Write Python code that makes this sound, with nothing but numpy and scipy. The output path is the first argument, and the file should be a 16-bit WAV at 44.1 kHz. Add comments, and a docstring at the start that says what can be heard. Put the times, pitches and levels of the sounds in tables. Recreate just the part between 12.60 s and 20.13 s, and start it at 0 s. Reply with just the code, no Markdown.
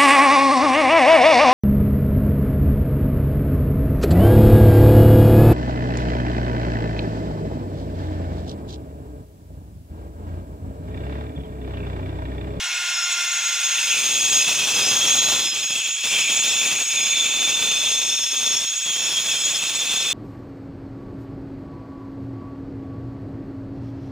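"""A small angle grinder whines close by, over a main one scraping a boulder and a third further off.
The phone walks round the stone carvers in an open yard: after a second it leaves the small grinder
and enters the main one's spray of dust and air. Motors and gears whine and sag under load;
the pressure of the disc on the stone drives the scrape, the ring of the disc and the spray."""
import sys
import numpy as np
from scipy import signal
from scipy.fft import rfft, irfft
from scipy.io import wavfile
from scipy.ndimage import uniform_filter1d, map_coordinates

SR = 44100
rng = np.random.default_rng(int(sys.argv[2]) if len(sys.argv) > 2 else 0)


def to_wav(sig):
    """Store sig (one row per channel, or 1-D mono) as 16-bit WAV at the path in sys.argv[1].

    Samples outside -1..1 are clipped; the rate is SR.
    """
    pcm = np.clip(np.atleast_2d(sig), -1, 1) * 32767
    pcm = np.round(pcm).astype(np.int16)
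    wavfile.write(sys.argv[1], SR, pcm.T)  # frames by channels


N = 332073
T = np.arange(N) / SR
FREQ_HZ = np.maximum(np.arange(N // 2 + 1) * SR / N, 1)

# small grinder's motor: (time [s], speed [Hz], relative level [dB])
SMALL_MOTOR = [(0, 359, -36), (.2, 356.2, -35), (.6, 351.2, -34), (.92, 349.5, -36), (1.08, 353.6, -38.5),
               (1.4, 347.5, -39.5), (1.6, 346.5, -46)]
# its tones: (multiple of motor speed, relative level [dB])
SMALL_ORDERS = [(1, -29), (2, -21.5), (3, -17), (4, -0.5), (5, -16), (6, -0.5), (7, -4), (7.4, -7),
                (7.9, -1), (12, -10), (21, -25)]
# its fan: (frequency [Hz], relative level [dB])
FAN_SPECTRUM = [(40, -40), (110, -28.5), (240, -27.5), (450, -20), (620, -14.5), (1020, -5.5), (1200, -12),
                (1400, 1.5), (1900, -1), (3900, 0), (4800, -8), (5800, 1.5), (6900, -7.5), (8400, -38),
                (12000, -23)]
# that fan, falling into the boulder's shadow: (time [s], level [dB])
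FAN_LEVEL = [(0, -30), (1.2, -30.5), (1.8, -42.5), (7.53, -41.5)]

# main grinder's drive: (time [s], motor speed [Hz], gear whine level [dB])
MAIN_DRIVE = [(0, 375, -42.5), (.42, 373.5, -34.5), (.9, 368, -29), (1.4, 363.5, -28.5),
              (1.7, 364.5, -25.5), (2.05, 360.5, -33), (2.4, 362, -24), (2.75, 364.5, -29),
              (3.15, 369.7, -30.5), (3.5, 375, -37), (3.8, 371.5, -26.5), (4.65, 367.5, -29),
              (5.3, 366.3, -28), (5.68, 364.5, -30.5), (5.95, 366, -28.5), (6.25, 372.3, -30),
              (6.95, 373, -31.5), (7.53, 368.8, -34)]
# its motor whine: (time [s], level [dB])
MOTOR_LEVEL = [(0, -42), (1.15, -40.5), (1.6, -36.5), (2.7, -40.5), (3.5, -36.5), (4.1, -41.5),
               (4.7, -40.5), (5.5, -42.5), (6.2, -45), (6.45, -38.5), (7.53, -39)]
# its gear and motor tones: (multiple of motor speed, relative level [dB])
GEAR_ORDERS = [(18, 2), (36, -31), (40, -20)]
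MOTOR_ORDERS = [(7, -3), (11, -4.5), (14, 1.5), (21, 0.5), (23, -19), (25.6, -13)]
# carver's lean on the disc: (time [s], pressure [dB])
LEAN = [(0, -6.5), (.9, -2.5), (1.45, 2), (2.0, 3.5), (2.8, 2), (2.88, -3), (3.42, -2.5), (3.445, 2.5),
        (4.2, 0.5), (4.6, -1.5), (5.0, .5), (5.6, -3), (5.95, 0), (6.2, -3.5), (6.5, -0.5), (7.53, 0.5)]
# disc skips clear: (start [s], length [s], pressure drop [dB], further spray drop [dB])
LIFTS = [(2.906, 0.018, 2.5, 2), (3.056, 0.042, 3.5, 2), (3.202, 0.072, 2.5, 1.5), (3.296, 0.14, 3, 1.5),
         (3.489, 0.019, 4.5, 3.5), (3.594, 0.094, 2.5, 2), (4.23, 0.059, 7, 0), (4.29, 0.061, 1.5, 4),
         (5.559, 0.028, 1.5, 7), (5.646, 0.07, 2.5, 2), (6.055, 0.2, 3.5, 1.5), (6.316, 0.041, 2, 3)]
# grit on stone, with a thin hiss near 14.8 kHz from the microphone port:
# (frequency [Hz], relative level [dB])
SCRAPE_SPECTRUM = [(100, -70), (500, -24.5), (1500, -9.5), (2300, -3), (3800, -1), (4700, -4.5), (5800, 0),
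                   (6400, 3.5), (6950, -18.5), (7450, -3.5), (9000, -5), (10600, -8), (12000, -24),
                   (13800, -16), (14800, -6)]

# disc modes, grouped as they ring together: (frequency [Hz], width [Hz], relative level [dB])
LOWEST_MODES = [(2396, 235, 0)]
SECOND_MODES = [(2593, 98, -1), (2774, 660, -9.5)]
MIDDLE_MODES = [(3244, 24, 6), (3310, 310, -6)]
SQUEAL_MODES = [(3545, 90, 13.5), (3870, 1100, -21), (4135, 260, -9.5)]
HIGH_MODES = [(6700, 190, -0.74), (6970, 550, 1.2)]
# rim angle favours one group: (centre [s], half width [s], group, gain [dB])
MODE_SWELLS = [(.11, .03, "lowest", 15), (1.3, 0.17, "lowest", 6.5), (3.574, 0.27, "lowest", 12),
               (4.54, 0.61, "lowest", 13), (6.848, .22, "lowest", 8), (7.35, 0.16, "lowest", 3),
               (.17, .04, "second", 7), (1.219, 0.23, "second", 6.5), (1.326, .025, "second", 10.5),
               (7.35, 0.26, "second", 2.5), (1.9, 0.41, "second", 3.5), (3.65, 1, "second", 6.5),
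               (4.95, 0.54, "second", 5), (1.701, 0.31, "middle", 4), (2.5, 0.28, "middle", 7),
               (3.33, 0.56, "middle", 6.5), (6.5, 0.66, "middle", 6), (1.151, .3, "squeal", 2),
               (2.725, 0.27, "squeal", 5.5), (3.833, 0.23, "squeal", 6.5), (4.547, 0.23, "squeal", 8.5),
               (5.123, 0.38, "squeal", 10.5), (5.797, 0.34, "squeal", 6.5), (6.756, 0.31, "squeal", 5),
               (7.403, 0.26, "squeal", 9), (1.678, 0.41, "high", 5.5), (2.601, 0.2, "high", 7),
               (3.838, 0.92, "high", 7), (4.653, 0.19, "high", 8)]

# far grinder: (time [s], whine [Hz], upper partials' level [dB])
FAR_WHINE = [(0, 5460, -46), (.75, 5490, -38), (1.45, 5545, -29), (2.05, 5660, -42), (2.55, 5595, -36),
             (3.0, 5470, -56), (3.6, 5450, -56), (4.2, 5500, -34), (5.0, 5540, -36.5), (5.3, 5550, -26.5),
             (5.6, 5537, -30), (6.0, 5520, -32.5), (6.45, 5440, -43), (7.53, 5525, -51)]
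# its upper partials: (multiple of whine frequency, relative level [dB])
FAR_PARTIALS = [(1.153, 0), (1.466, -11), (1.628, -17), (2.06, -24)]
# its disc catches: (centre [s], half width [s], gain [dB])
FAR_FLARES = [(.55, 0.28, 8), (2.15, 0.48, 10), (2.747, 0.22, 7), (3.95, .15, 5), (5.55, 0.29, 13),
              (5.966, .11, 15.5), (6.464, 0.14, 11)]

# disc squeals and flares of the grinders' motor and gear whine:
# (centre [s], half width [s], frequency [Hz], level [dB])
BRIEF_TONES = [(0.4, 0.036, 1393, -32), (0.423, .1, 5260, -33), (1.059, 0.028, 6600, -21),
               (1.898, 0.53, 2600, -32.5), (2.25, 0.085, 5060, -25.5), (2.677, 0.23, 4030, -32),
               (2.868, 0.068, 5130, -32), (4.603, 0.036, 3500, -25.5), (6.85, 0.14, 5260, -38)]
# how squarely the spray meets the phone: (time [s], gain [dB])
SPRAY_AIM = [(0, -27), (1.1, -10), (1.4, -4), (1.95, -2.5), (2.3, 2), (2.8, 3), (2.84, 1.5), (3.5, -2),
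             (4.1, -0.5), (4.6, 0.5), (5.0, 1), (6.2, -.5), (7.53, -1)]
# dust and air hitting the phone: (frequency [Hz], relative level [dB])
DUST_SPECTRUM = [(60, -35), (300, -8), (700, -1), (1300, 0), (1900, -4.5), (3000, -5.5), (6000, -7.5),
                 (11000, -18), (13500, -15), (14800, -10.5)]
AIR_SPECTRUM = [(20, -31), (45, -15), (70, -8), (110, -2), (300, -0.5), (600, -3), (1200, -16.5),
                (3000, -36)]
# right channel's phase lead over the left, bass centred: (frequency [Hz], phase [rad])
STEREO_PHASE = [(0, 0), (450, .01), (750, .08), (1800, .1), (2500, .36), (6600, .95), (10500, 1.5),
                (15000, 2.15)]


def undb(db):
    """Decibels to gain."""
    return 10 ** (np.asarray(db) / 20)


def unit(x):
    """Scale to rms 1."""
    return x / np.std(x)


def curves(table):
    """Columns of a timed table, per sample."""
    time_s, *columns = np.transpose(table)
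    return [np.interp(T, time_s, column) for column in columns]


def bell(centre_s, half_s):
    """Gaussian rise to 1 and fall."""
    return np.exp(-np.minimum(((T - centre_s) / half_s) ** 2, 20))


def gate(start_s, length_s, edge_s=0.007):
    """1 inside the span, with linear edges."""
    return np.clip(.5 + np.minimum(T - start_s, start_s + length_s - T) / edge_s, 0, 1)


def colour(x, spectrum):
    """Filter by (Hz, dB) points; rms 1."""
    hz, db = np.transpose(sorted(spectrum))
    response = undb(np.interp(np.log(FREQ_HZ), np.log(hz), db))
    return unit(irfft(rfft(x) * response, N))


def walk(rate_hz):
    """Random drift, low-passed at rate_hz; rms 1."""
    lowpass = signal.butter(2, rate_hz, fs=SR / 20, output="sos")
    coarse = signal.sosfilt(lowpass, rng.standard_normal(N // 20 + 2))
    return unit(np.interp(np.arange(N) / 20, np.arange(len(coarse)), coarse))


def shaft_rad(hz):
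    """Angle of a shaft spinning at hz."""
    return 2 * np.pi * np.cumsum(hz) / SR


def grains(per_s, spread_db):
    """Dense random impacts of uneven size."""
    hits = rng.random(N) < per_s / SR
    return unit(hits * rng.standard_normal(N) * undb(spread_db * rng.standard_normal(N)))


def whine(hz, orders, jitter, jitter_hz, flutter_db, flutter_hz, smear_rad):
    """Tones locked to a shuddering shaft; each flutters and smears as the tool shakes."""
    angle_rad = shaft_rad(hz * (1 + jitter * walk(jitter_hz)))
    tones = np.zeros(N)
    for order, db in orders:
        flutter = undb(flutter_db * walk(flutter_hz))
        tone = np.sin(order * angle_rad + smear_rad * walk(flutter_hz))
        tones += undb(db) * unit(flutter * tone)
    return tones


def small_grinder():
    """Lightly loaded motor and fan; the boulder cuts off the whine and shadows the fan."""
    motor_hz, motor_db = curves(SMALL_MOTOR)
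    in_view = np.interp(T, [1.2, 1.8], [1, 0])
    motor = whine(motor_hz, SMALL_ORDERS, jitter=0.0024, jitter_hz=40.6,
                  flutter_db=2.5, flutter_hz=30, smear_rad=0.37)
    motor *= undb(motor_db - 1 + walk(7.2))
    fan = colour(rng.standard_normal(N), FAN_SPECTRUM) * undb(curves(FAN_LEVEL)[0])
    return in_view * motor + fan


def main_grinder(gear_ratio=3):
    """Geared disc on stone: it bites harder once a turn and chatters over the rough face."""
    motor_hz, gear_db = curves(MAIN_DRIVE)
    press_db = pressure_db()
    drive = drive_whine(motor_hz, gear_db)
    bite = undb(0.61 * np.sin(shaft_rad(motor_hz / gear_ratio)) + 1.13 * walk(40))
    return drive + scrape(bite, press_db) + disc_ring(bite, press_db) + spray(bite, press_db)


def pressure_db(rock_db=0.86, rock_hz=14):
    """The carver's lean and rocking hand, less the moments the disc skips clear."""
    lift_db = sum(drop_db * gate(start_s, length_s) for start_s, length_s, drop_db, _ in LIFTS)
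    return curves(LEAN)[0] + rock_db * walk(rock_hz) - lift_db


def drive_whine(motor_hz, gear_db, free_speed_hz=376, full_sag_hz=15):
    """Gear and motor tones, rougher as the speed sags under load."""
    load = np.clip((free_speed_hz - motor_hz) / full_sag_hz, 0, 1)
    gears = whine(motor_hz, GEAR_ORDERS, jitter=0.001617, jitter_hz=45.2,
                  flutter_db=3.0, flutter_hz=38.6, smear_rad=0.54 + 0.59 * load)
    gears *= undb(gear_db + walk(4.2))
    motor = whine(motor_hz, MOTOR_ORDERS, jitter=0.001525, jitter_hz=49.7,
                  flutter_db=4.5, flutter_hz=24.7, smear_rad=0.72 + 0.71 * load)
    motor *= undb(curves(MOTOR_LEVEL)[0] + 1.6 * walk(2.7))
    return gears + motor


def scrape(bite, press_db):
    """Grit strikes the stone, with a thin microphone-port hiss on top; amplitude follows pressure."""
    grit = bite * grains(per_s=25000, spread_db=1.6)
    return colour(grit, SCRAPE_SPECTRUM) * undb(press_db - 28.5)


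def mode_ring(bite, modes, limiting, drift_ms):
    """Grit drives a group of disc modes; friction limits their swing, uneven contact bends their pitch."""
    response = sum(undb(db) / (1 + (2 * (FREQ_HZ - hz) / width_hz) ** 2) for hz, width_hz, db in modes)
    radiation = 1 / (1 + (1200 / FREQ_HZ) ** 3)  # a small disc radiates no bass
    grit = bite * grains(per_s=12000, spread_db=1.7)
    ring = unit(irfft(rfft(grit) * response * radiation, N))
    swing = np.sqrt(np.abs(uniform_filter1d(ring ** 2, size=900)) + 0.024)
    read_at = np.arange(N) + drift_ms * SR / 1000 * walk(4.36)  # drifting delay bends pitch
    return unit(map_coordinates(ring / swing ** limiting, [read_at], order=3, mode="reflect"))


def disc_ring(bite, press_db):
    """Each mode group rings with pressure, wavers and swells when the rim favours it."""
    def group(name, modes, limiting, drift_ms, base_db, waver_db):
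        ring = mode_ring(bite, modes, limiting, drift_ms)
        swell_db = sum(db * bell(centre_s, half_s)
                       for centre_s, half_s, favoured, db in MODE_SWELLS if favoured == name)
        return ring * undb(base_db + 0.63 * press_db + swell_db + waver_db * walk(13.8))

    return (group("lowest", LOWEST_MODES, limiting=0.092, drift_ms=0.095, base_db=-43.5, waver_db=2.5)
            + group("second", SECOND_MODES, limiting=0.082, drift_ms=0.318, base_db=-35, waver_db=1.5)
            + group("middle", MIDDLE_MODES, limiting=0.25, drift_ms=0.22, base_db=-34.5, waver_db=1.7)
            + group("squeal", SQUEAL_MODES, limiting=0.55, drift_ms=0.242, base_db=-34, waver_db=1.5)
            + group("high", HIGH_MODES, limiting=0.1, drift_ms=0.132, base_db=-37.5, waver_db=1))


def far_grinder(base_db=-43.5, waver_db=2.5):
    """Another carver's tool: only its whine carries, flaring as the disc catches."""
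    whine_hz, upper_db = curves(FAR_WHINE)
    flare_db = sum(db * bell(centre_s, half_s) for centre_s, half_s, db in FAR_FLARES)
    lower_db = base_db + waver_db * walk(27) + flare_db
    lower = whine(whine_hz, [(1, 0)], jitter=0.00134, jitter_hz=60,
                  flutter_db=3.0, flutter_hz=30.2, smear_rad=1.0)
    upper = whine(whine_hz, FAR_PARTIALS, jitter=0.00155, jitter_hz=59.6,
                  flutter_db=3.5, flutter_hz=30, smear_rad=0.56)
    return lower * undb(lower_db) + upper * undb(upper_db)


def brief_tones():
    """Brief swelling tones: disc squeals and flares of the grinders' motor and gear whine."""
    shudder_rad = 0.79 * walk(58)
    flutter = undb(2.5 * walk(45))
    tones = sum(np.sin(2 * np.pi * hz * T + shudder_rad) * undb(db) * bell(centre_s, half_s)
                for centre_s, half_s, hz, db in BRIEF_TONES)
    return np.sqrt(2) * flutter * tones


def spray(bite, press_db):
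    """Dust and air flung off the rim hit the phone once it has rounded the boulder."""
    starved_db = sum(drop_db * gate(start_s, length_s) for start_s, length_s, _, drop_db in LIFTS)
    flow_db = 1.33 * press_db + curves(SPRAY_AIM)[0] - starved_db
    dust = colour(bite * grains(per_s=4500, spread_db=2.35), DUST_SPECTRUM)
    air = colour(bite * grains(per_s=2500, spread_db=1.8), AIR_SPECTRUM)
    air_fade_db = .85 * np.minimum(flow_db + 3.5, 0)  # buffeting dies faster than dust
    return dust * undb(flow_db - 37) + air * undb(flow_db - 44.5 + air_fade_db)


def yard_scatter(x, t60_s, wet_db):
    """Stacked slabs scatter the treble back, differently on each side."""
    time_s = T[:8000]
    tails = rng.standard_normal((2, len(time_s))) * undb(-60 * time_s / t60_s) * (time_s > .004)
    tails /= np.sqrt(np.sum(tails ** 2, axis=1, keepdims=True))
    treble = irfft(rfft(x) / (1 + (3500 / FREQ_HZ) ** 4), N)
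    return undb(wet_db) * signal.fftconvolve(treble[None], tails, axes=1)[:, :N]


def scene():
    """Three grinders in the yard, in stereo; the left channel's treble lags slightly."""
    tools = main_grinder() + brief_tones() + far_grinder() + small_grinder()
    lag_rad = np.interp(FREQ_HZ, *np.transpose(STEREO_PHASE))
    left = irfft(rfft(tools) * np.exp(-1j * lag_rad), N)
    return np.array([left, tools]) + yard_scatter(tools, t60_s=0.16, wet_db=-7.5)


def record(dry):
    """The phone cuts off above 15.3 kHz."""
    return signal.sosfilt(signal.ellip(10, .2, 80, 15300, fs=SR, output="sos"), dry)


dry = scene()
out = record(dry)
to_wav(out)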